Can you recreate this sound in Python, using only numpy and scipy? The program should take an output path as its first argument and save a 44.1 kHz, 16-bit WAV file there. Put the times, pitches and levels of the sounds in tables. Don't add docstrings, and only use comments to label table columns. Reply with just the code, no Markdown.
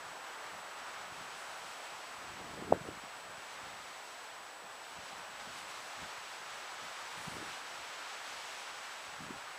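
import sys
import numpy as np
from scipy import signal
from scipy.fft import rfft, irfft, next_fast_len
from scipy.io import wavfile

SR = 44100
rng = np.random.default_rng(int(sys.argv[2]) if len(sys.argv) > 2 else 0)


def transcribe(signal):
    frames = np.atleast_2d(signal).T
    limited = np.clip(frames, -1, 1)
    pcm = np.round(limited * 32767).astype(np.int16)
    wavfile.write(sys.argv[1], SR, pcm)


N = 422478


def from_db(db):
    return 10 ** (np.asarray(db) / 20)


def rms_one(x):
    return x / np.sqrt(np.mean(x ** 2) + 1e-20)


def envelope(points):
    return np.interp(np.arange(N) / SR, *np.transpose(points))


def drift(rate_hz):
    hop, settle = 40, 2000
    pole = np.exp(-2 * np.pi * rate_hz * hop / SR)
    noise = rng.standard_normal(N // hop + settle + 2)
    slow = signal.lfilter([1], [1, -2 * pole, pole * pole], noise)[settle:]
    return np.interp(np.arange(N) / hop, np.arange(len(slow)), rms_one(slow))


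def coloured_noise(colour, pitch=1):
    size = next_fast_len(N)
    hz = np.arange(size // 2 + 1) * SR / size
    colour_hz, colour_db = np.transpose(colour)
    gain = from_db(np.interp(np.log(hz / pitch + 1e-9), np.log(colour_hz), colour_db))
    return rms_one(irfft(rfft(rng.standard_normal(size)) * gain, size)[:N])


def surge_power(surges, rise_share):
    t, power = np.arange(0, N + 40, 40) / SR, 0
    for crest_s, level_db, length_s in surges:
        from_crest = (t - crest_s) / (length_s * np.where(t < crest_s, rise_share, 1 - rise_share))
        power = power + from_db(level_db) ** 2 / (1 + from_crest ** 2 / 2) ** 3
    return np.interp(np.arange(N) / SR, t, power)


def camera(whine_db, shared_hiss_db, channel_hiss_db):
    # freq_hz, relative_db
    hiss_colour = [(3000, -23.5), (8000, -26), (10000, 0.5), (11500, -2), (12400, -2.5), (13000, 3),
                   (13800, -6), (14600, 2), (15000, -3)]
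    # pitch_hz, rms_db
    top_tones = [(14955, -91), (14985, -81), (15015, -88)]
    whine_hz, fields_per_s = 7867.1, 59.94
    t = np.arange(N) / SR
    polarity = np.sign(np.sin(np.pi * fields_per_s * t))
    whine = from_db(whine_db) * polarity * np.sin(2 * np.pi * whine_hz * t)
    tones = sum(from_db(db) * np.sin(2 * np.pi * (hz * t + rng.random())) for hz, db in top_tones)
    channel_hiss = from_db(channel_hiss_db) * np.array([coloured_noise(hiss_colour) for _ in range(2)])
    shared_hiss = from_db(shared_hiss_db) * coloured_noise(hiss_colour)
    return np.sqrt(2) * (whine + tones) + shared_hiss + channel_hiss


def surf(level_db):
    # time_s, relative_db
    swell = [(0, 0.5), (0.5, 2.5), (0.75, 0.5), (1.9, 1.2), (2.4, 0), (4.5, -1), (5.3, -0.1), (6.9, 0.2),
             (7.4, 1.1), (7.9, 0.2), (9.58, -1.3)]
    # freq_hz, relative_db
    roar_colour = [(30, -38), (100, -27), (200, -20), (310, -12), (450, -7.5), (650, -2), (830, 0),
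                   (1050, -2.5), (1500, -21.5), (4000, -37)]
    return from_db(level_db + envelope(swell)) * coloured_noise(roar_colour)


def wind(level_db, wander_db):
    # time_s, relative_db
    strength = [(0, 0.6), (0.15, -0.5), (0.42, 1.1), (0.7, 0.0), (0.9, 2.9), (1.15, -0.4), (1.5, 1.2),
                (2.4, -0.8), (3.8, -0.9), (4.05, -2.5), (4.7, -2.5), (5.55, -0.2), (6.15, 1.2),
                (6.35, -1.2), (6.6, 1.3), (7.2, 1.4), (8.3, 0.5), (9.58, 0.2)]
    # freq_hz, relative_db
    rush_colour = [(300, -31.5), (600, -15), (900, -5), (1250, 1), (1600, -1.3), (2000, -5.5),
                   (3200, -14.5), (6000, -30.5), (12000, -42)]
    return from_db(level_db + envelope(strength) + wander_db * drift(7.4)) * coloured_noise(rush_colour)


def grass(stem_db, blade_db, sway_db, flutter_db):
    # time_s, relative_db
    strength = [(0, -2.1), (0.65, -1.1), (1.72, 0.2), (2.35, -0.6), (2.85, -3), (3.05, -1.5), (3.25, -2.7),
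                (3.52, -0.2), (4.25, -1.2), (4.6, -3.5), (5.03, 0.4), (5.28, -1.2), (5.55, 2.1), (6.4, 1.4),
                (7.2, 2.5), (7.8, 2.3), (8.4, 3.5), (9.3, 0)]
    # crest_s, sizzle_db, length_s
    gusts = [(1.39, -63, .08), (1.58, -67, .4), (5.6, -63.5, .35), (7.23, -60.5, .3), (8.3, -67.5, 0.76)]
    # freq_hz, relative_db
    stem_colour = [(800, -24.5), (1500, -2), (2200, 1), (2800, 1), (4000, -2), (5500, -4.5), (7300, -8.5),
                   (9500, -26), (14000, -49)]
    # freq_hz, relative_db
    blade_colour = [(3000, -20.5), (6000, -5), (8000, 3.5), (9200, 3), (10500, -3.5), (12000, -8.5),
                    (14500, -11.5)]
    stem_follow, blade_follow = 1.18, .6
    wind_db = envelope(strength)
    swing_db = sway_db * drift(9.6)
    stems = from_db(stem_db + stem_follow * wind_db + swing_db) * coloured_noise(stem_colour)
    bed_power = from_db(blade_db + blade_follow * wind_db) ** 2
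    gust_power = surge_power(gusts, rise_share=.25)
    flutter = from_db(swing_db + flutter_db * drift(25))
    blades = np.sqrt(bed_power + gust_power) * flutter * coloured_noise(blade_colour)
    return stems + blades


def buffeting(calm_db, calm_swing_db, lump_db, crossfade_db, fast_pitch):
    # crest_s, level_db, length_s
    puffs = [(.1, -66.5, .16), (.56, -67, 0.14), (1.04, -61.5, .08), (1.22, -63, 0.19), (1.65, -68, 0.11),
             (2.45, -53.5, 0.25), (2.71, -48.5, 0.23), (2.88, -51, 0.13), (3.33, -63.5, .18),
             (3.72, -64, 0.27), (5.0, -61, 0.062), (5.18, -61, .08), (5.52, -62.5, 0.26),
             (6.03, -59.5, 0.066), (6.85, -67, .1), (7.19, -56.5, .05), (7.4, -53, 0.17),
             (7.82, -63, 0.064), (9.29, -53.5, 0.14)]
    # freq_hz, relative_db
    rumble_colour = [(15, -18), (35, -10), (70, -0.5), (120, -0.5), (190, 0), (280, -3), (420, -12),
                     (650, -24.5), (1400, -46)]
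    calm_power = from_db(calm_db + calm_swing_db * drift(4.6)) ** 2
    power = calm_power + surge_power(puffs, rise_share=0.54)
    fast_share = power / (power + from_db(crossfade_db) ** 2)
    slow_rumble = np.sqrt(1 - fast_share) * coloured_noise(rumble_colour)
    fast_rumble = np.sqrt(fast_share) * coloured_noise(rumble_colour, pitch=fast_pitch)
    lumps = from_db(lump_db * drift(24))
    return np.sqrt(power) * lumps * (slow_rumble + fast_rumble)


def eddies(collapse_cycles, growth):
    # peak_s, peak_db, pitch_hz
    hits = [(2.626, -36, 315), (2.712, -32, 230), (2.7256, -7.5, 613), (2.737, -25.5, 480),
            (2.751, -33, 330), (2.766, -36, 350), (2.816, -38.5, 149), (2.889, -35.5, 378),
            (3.04, -45, 260), (4.99, -52, 170), (5.477, -47, 190), (7.181, -50, 150), (7.283, -35, 170),
            (7.37, -36, 350), (7.429, -37, 330), (9.309, -34, 252)]
    t, pops = np.arange(N) / SR, np.zeros(N)
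    for peak_s, peak_db, pitch_hz in hits:
        near = np.abs(t - peak_s) * pitch_hz < 10
        cycles = (t[near] - peak_s) * pitch_hz
        age = cycles / collapse_cycles
        swing = np.exp(growth * (1 + age - np.exp(age)))
        pops[near] += from_db(peak_db) * swing * np.cos(2 * np.pi * cycles)
    return pops


def vent(pressure, leak_hz):
    return signal.sosfilt(signal.butter(1, leak_hz, "high", fs=SR, output="sos"), pressure)


def scene():
    bed = surf(level_db=-53) + wind(level_db=-50.5, wander_db=0.53)
    rustle = grass(stem_db=-53, blade_db=-65, sway_db=0.55, flutter_db=0.65)
    rumble = buffeting(calm_db=-77.5, calm_swing_db=3, lump_db=3.0, crossfade_db=-55, fast_pitch=1.9)
    pops = eddies(collapse_cycles=0.22, growth=0.28)
    electronics = camera(whine_db=-64, shared_hiss_db=-76, channel_hiss_db=-75)
    return bed + rustle + vent(rumble + pops, leak_hz=35) + electronics


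def record(dry):
    cutoff_hz = 15150
    return signal.sosfilt(signal.ellip(14, .1, 80, cutoff_hz, fs=SR, output="sos"), dry)


dry = scene()
out = record(dry)
transcribe(out)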